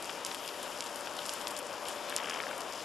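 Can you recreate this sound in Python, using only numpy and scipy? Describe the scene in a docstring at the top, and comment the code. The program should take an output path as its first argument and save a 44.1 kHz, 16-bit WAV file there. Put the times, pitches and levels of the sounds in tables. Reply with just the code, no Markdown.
"""The main source is a smoke pot burning on a snowy field, some metres left of a camcorder's microphone.
Its gas jet is a low roar and a hiss, both coloured noise whose bands flicker. Around it are crackles and small
grains (short noise bursts), dull pops and one fluttering sputter (puffs of noise ringing in the can).
A very short inverted bounce doubles the hiss, grains and crackles. At the microphone a motor hums faintly."""
import sys
import numpy as np
from scipy import signal
from scipy.fft import rfft, irfft
from scipy.io import wavfile
from scipy.ndimage import uniform_filter1d, map_coordinates

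SR = 44100
rng = np.random.default_rng(int(sys.argv[2]) if len(sys.argv) > 2 else 0)


def digitize_waveform(pressure):
    """Quantize a signal to 16-bit integers and store it at the path in sys.argv[1].

    Rows of a 2-D input are taken as channels; values are limited to [-1, 1].
    """
    field = np.atleast_2d(pressure).T
    bounded = np.clip(field, -1, 1)
    quanta = np.round(bounded * 32767).astype(np.int16)
    wavfile.write(sys.argv[1], SR, quanta)


def volts(x):
    """Linear amplitude factor 10**(x/20) for a level x in dB, scalar or array-like."""
    e = np.asarray(x, float) / 20
    return 10 ** e


N = 125244

# spectrum of the gas jet's roar, relative: pitch_hz, level_db (per Hz)
ROAR_SPECTRUM = [(15, -63), (25, -42.5), (299, -7.5), (399, -7.5), (464, -5), (584, -2), (643, -4.5),
                 (1060, -4.5), (1600, -10), (2060, -16), (2400, -15), (3120, -22), (5280, -120)]
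# loudness of the roar: time_s, level_db (rms)
ROAR_LOUDNESS = [(0, -43.5), (1, -43.5), (2.05, -42.5), (2.25, -41.5), (2.6, -41.5), (2.72, -43),
                 (2.84, -44)]
# spectrum of the burning charge's hiss, relative: pitch_hz, level_db (per Hz)
HISS_SPECTRUM = [(900, -7.5), (1800, -1.5), (3100, 4), (4400, -2), (7000, -3.5), (11000, -8.5), (14000, -4)]
# loudness of the hiss: time_s, level_db (rms)
HISS_LOUDNESS = [(0, -49), (.06, -47), (.2, -47), (.255, -49.5), (.27, -41), (.33, -46.5), (.42, -46.5),
                 (.49, -45), (.6, -47), (.76, -46), (.9, -48), (1.2, -44.5), (1.27, -43.5), (1.45, -46.5),
                 (1.6, -48), (1.85, -50), (1.89, -45), (1.98, -46), (2.08, -46.5), (2.35, -47.5),
                 (2.6, -46.5), (2.84, -48)]
# sharp crackles: time_s, peak_db, low_band_db, high_band_db (shares),
# balance_db (level difference of the two channels, not the place of the source)
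CRACKLE_EVENTS = [(0.0237, -27, -14, -7, -4), (0.0545, -28, -12, -10, -2), (0.2478, -16.5, -22, -18, -1),
                  (0.2593, -23.5, -3, -14, -1), (0.2635, -20, -9, -4, -2), (0.3128, -23.5, 4, -21, -2),
                  (0.3219, -32, -16, -7, -3), (0.345, -23, -2, -5, 7.0), (0.4589, -35, -13, 1, 6.5),
                  (0.4762, -23, -11, -8, 6.5), (0.4873, -26, 19, -24, 7.0), (0.628, -27, -13, -3, -2),
                  (0.8055, -16, -13, -21, -1), (0.8225, -24, -1, -8, 4), (0.8396, -27, -12, -10, -1),
                  (0.8609, -29, -14, -14, 6.5), (0.8674, -32, -5, -22, 9), (0.9577, -24.5, -12, -5, 10),
                  (1.1657, -26.5, -18, -10, -3), (1.254, -26.5, -12, -18, 9), (1.261, -23, -11, -6, 4),
                  (1.2921, -17, -15.5, -42, -3), (1.3265, -32, -15, -20, -5), (1.335, -22.5, -20, 3, -4),
                  (1.4118, -27, -8.5, -9, 9), (1.4699, -17.5, -4.5, -39, 7), (1.4787, -24, -13, 0, 9),
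                  (1.4824, -34, -10, -21, 7.0), (1.5054, -29, -11, -10, 8), (1.511, -30, -10, -4, 7),
                  (1.5648, -23, -17, -38, 8), (1.574, -28, -19, 1, 6.5), (1.5883, -22.5, -28, 0, 7),
                  (1.666, -34, -22, -17, 9), (1.884, -20, -8, -2, -2), (2.0955, -23.5, -7, -1, -3),
                  (2.1628, -9, -13, -8.5, 0.5), (2.296, -20.5, -16, -14, -1), (2.578, -28, -16, -2.5, 6),
                  (2.605, -24.5, -8, -7, 8)]
# low, middle and high band of crackles and grains: low_edge_hz, high_edge_hz
SNAP_BANDS = [(2000, 4300), (4300, 8200), (8200, 12000)]
# dull pops: start_s, peak_db, pitch_hz
POP_EVENTS = [(0.0939, -28.5, 2740), (0.0975, -26.5, 2530), (0.3148, -29, 2720), (0.447, -33, 3250),
              (0.8602, -32.5, 3270), (1.071, -28, 2720), (1.189, -26, 3160), (1.2173, -30, 3300),
              (1.2919, -27.5, 2840), (1.4709, -28.5, 3070), (1.8551, -31, 3100), (2.087, -32, 2920),
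              (2.1015, -29.5, 2700), (2.124, -28, 1610), (2.139, -34, 2660), (2.4012, -22.5, 2140),
              (2.413, -36, 1640), (2.4361, -26.5, 1590), (2.467, -27, 1720), (2.4887, -32.5, 2680),
              (2.5107, -27.5, 1640), (2.529, -33.5, 2040), (2.803, -32, 2950)]
# course of the fluttering sputter: time_s, rate_puffs_per_s, peak_db
SPUTTER_COURSE = [(2.1704, 69, -28.5), (2.255, 69, -29.5), (2.275, 80, -29), (2.345, 84, -29.5),
                  (2.365, 66, -29), (2.39, 62, -28)]
# resonances of the can: pitch_hz, width_hz, level_db (relative)
CAN_RESONANCES = [(800, 700, -2), (1650, 800, 1), (3100, 800, 3)]
# hum lines of the camcorder's motor: multiple (of its base pitch), level_db (rms)
MOTOR_LINES = [(4, -63), (5, -55), (8, -58.5)]

LEFT_DB = 6.5  # the pot's side: left over right
SNAP_DECAY_S = 0.00016  # decay of a grain; a crackle's snap has half of it


def band(x, lo_hz, hi_hz):
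    """Band-pass between two edges."""
    return signal.sosfilt(signal.butter(2, [lo_hz, hi_hz], "band", fs=SR, output="sos"), x)


def ring(x, hz, width_hz):
    """One resonance."""
    return signal.lfilter(*signal.iirpeak(hz, hz / width_hz, fs=SR), x)


def curve(table):
    """Second column of a table, joined by straight lines in time."""
    table = np.array(table)
    return np.interp(np.arange(N) / SR, table[:, 0], table[:, 1])


def walk(rate_hz):
    """Slow random wander: levels held for 1 / rate_hz and smoothed twice."""
    hold = int(SR / rate_hz)
    steps = np.repeat(rng.standard_normal(N // hold + 1), hold)
    return 1.28 * uniform_filter1d(uniform_filter1d(steps, hold), hold)[:N]


def coloured(spectrum, shared_db, own_db, rate_hz):
    """Noise in half-octave bands that flicker together and, twice as fast, each alone; rms 1."""
    spectrum = np.array(spectrum)
    hz = np.maximum(np.fft.rfftfreq(N, 1 / SR), 1)
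    shape_db = np.interp(np.log(hz), np.log(spectrum[:, 0]), spectrum[:, 1])
    noise = rfft(rng.standard_normal(N)) * volts(shape_db)
    out, shared = 0, walk(rate_hz)
    for half_octave in np.arange(8, 29):
        weight = np.clip(1 - abs(2 * np.log2(hz) - half_octave), 0, 1)
        flicker_db = shared_db * shared + own_db * walk(rate_hz * 2)
        out = out + irfft(noise * weight, N) * volts(flicker_db)
    return out / np.sqrt(np.mean(out ** 2))


def pan(x, left_db):
    """Two channels, the left louder than the right by left_db."""
    gains = volts(np.array([[left_db], [-left_db]]) / 2)
    return gains / gains.mean() * x


def add(out, start_s, grain, peak_db, balance_db=None):
    """Lay a grain with the given peak at start_s, in two channels if balance_db is given."""
    i = int(start_s * SR)
    grain = grain[:N - i] * volts(peak_db) / np.max(abs(grain))
    out[..., i:i + len(grain)] += grain if balance_db is None else pan(grain, balance_db)


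def burst(decay_s, size=2500):
    """A puff of noise that rises quickly and dies away."""
    t = np.arange(size) / SR
    return rng.standard_normal(size) * t / decay_s * np.exp(-t / decay_s)


def can(x):
    """The can's resonances, kept between its two edges and cut steeply above the upper one."""
    low_edge_hz, high_edge_hz = 350, 3600
    rung = 0
    for k, (hz, width_hz, db) in enumerate(CAN_RESONANCES):
        rung = rung + (-1) ** k * volts(db) * ring(x, hz, width_hz)
    steep = signal.butter(6, high_edge_hz, fs=SR, output="sos")
    return signal.sosfilt(steep, band(rung, low_edge_hz, high_edge_hz))


def roar():
    """Roar of the gas jet: low noise whose bands flicker slightly, mostly each alone."""
    return coloured(ROAR_SPECTRUM, 0.16, 0.71, 5.85) * volts(curve(ROAR_LOUDNESS))


def hiss():
    """Hiss of the burning charge: bright noise that flickers faster and deeper than the roar."""
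    return coloured(HISS_SPECTRUM, 0.96, 1.7, 15) * volts(curve(HISS_LOUDNESS))


def crackle(peak_db, shares_db):
    """A sharp snap followed by a short hiss and a longer fizz, coloured in three bands."""
    softer_db_per_db = 0.64  # weaker crackles hold more hiss and fizz against the snap
    sound = volts(-25) * burst(0.003 / 2) + volts(-32.5) * burst(0.008 / 2)  # hiss and fizz
    sound = sound * volts(-softer_db_per_db * peak_db)
    i = int(0.0007 * SR)  # a trace of noise is heard just before the snap
    sound[i:] += burst(SNAP_DECAY_S / 2)[:-i] / 2
    sound[i] += 2
    low, mid, high = (volts(db) * band(sound, lo, hi) / np.sqrt(hi - lo)
                      for db, (lo, hi) in zip(shares_db, SNAP_BANDS))
    return low - mid + high  # alternating signs join the bands without gaps


def crackles():
    """The loud crackles, each with its own colour and channel balance."""
    offset_s, mid_band_db = 0.0007, -7  # offset_s is added to every table time
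    out = np.zeros((2, N))
    for time_s, peak_db, low_db, high_db, balance_db in CRACKLE_EVENTS:
        sound = crackle(peak_db, (low_db, mid_band_db, high_db))
        add(out, time_s + offset_s, sound, peak_db, balance_db)
    return out


def grains():
    """A patchy rain of small crackles: random impulses of uneven size, in bands of randomly varied level."""
    median_per_s, smallest_db = 900, -45.5  # impulse size before colouring
    hit = rng.random(N) < median_per_s / SR * volts(4 * walk(12))
    size = hit * volts(smallest_db + 2 * 1.8 * np.minimum(rng.exponential(size=N), 3))
    out = 0
    for share_db, (lo_hz, hi_hz) in zip((-2, -1, -5), SNAP_BANDS):
        impulses = size * volts(share_db + 7.2 * rng.standard_normal(N))
        snaps = signal.fftconvolve(impulses, burst(SNAP_DECAY_S, size=200))[:N]
        out = out + band(snaps, lo_hz, hi_hz)
    return out


def pops():
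    """Dull pops: a puff ringing broadly at its own pitch and in the can."""
    width_hz = 1000
    out = np.zeros(N)
    for start_s, peak_db, pitch_hz in POP_EVENTS:
        puff = burst(0.0019 / 2)
        own_ring = ring(ring(puff, pitch_hz, width_hz), pitch_hz, width_hz)
        add(out, start_s, own_ring + can(puff) / 2, peak_db)
    return out


def sputter():
    """Gas puffs at a quick, slightly uneven rate, ringing in the can."""
    jitter_s, spread_db = 0.0003, 1.0
    out = np.zeros(N)
    time_s, rate, level_db = np.array(SPUTTER_COURSE).T
    s = time_s[0]
    while s < time_s[-1]:
        peak_db = np.interp(s, time_s, level_db) + spread_db * rng.standard_normal()
        puff = can(burst(0.0024 / 2) + burst(SNAP_DECAY_S))
        add(out, s + jitter_s * rng.standard_normal(), puff, peak_db)
        s += 1 / np.interp(s, time_s, rate)
    return out


def motor():
    """The camcorder's motor: steady hum lines whose levels waver a little."""
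    base_hz, waver_db = 117.4, 0.4
    t = np.arange(N) / SR
    out = np.zeros(N)
    for multiple, level_db in MOTOR_LINES:
        level = np.sqrt(2) * volts(level_db + waver_db * walk(3.3))
        out += level * np.sin(2 * np.pi * (multiple * base_hz * t + rng.random()))
    return out


def bounce(x):
    """A weaker inverted copy arriving just behind the direct sound."""
    delay_s, level_db = 0.000479, -13.5
    at = np.arange(N) - delay_s * SR
    late = np.array([map_coordinates(side, [at], mode="nearest") for side in x])
    return -volts(level_db) * late


def diffuse():
    """Separate roar and hiss, opposite in sign on the two sides, so heard without a direction."""
    low = roar()
    mixed = volts(-3) * low + hiss() + volts(-8.0) * band(low, 20, 200)
    return volts(-15.5) * mixed * np.array([[1], [-1]])


def scene():
    """The pot left of centre: bright sounds with their bounce, low sounds and hum without it, diffuse gas."""
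    bright = pan(hiss() + grains(), LEFT_DB) + crackles()
    low = pan(roar() + pops() + sputter() + motor(), LEFT_DB)
    return low + bright + bounce(bright) + diffuse()


def roll_off(x):
    """The treble ends steeply here."""
    return signal.sosfilt(signal.butter(12, 15080, fs=SR, output="sos"), x)


def record(dry):
    """The recorder's treble roll-off near top_hz, on a top band already set lower from weak_from_hz."""
    weak_from_hz, top_hz, weak_db = 12100, 14100, -17
    hz = np.fft.rfftfreq(N, 1 / SR)
    corners_hz = [weak_from_hz, weak_from_hz + 600, top_hz - 700, top_hz, top_hz + 1200]
    treble_db = np.interp(hz, corners_hz, [0, weak_db, weak_db, -30, -50])
    mix = irfft(rfft(dry) * volts(treble_db), N)
    return roll_off(mix)


dry = scene()
out = record(dry)
digitize_waveform(out)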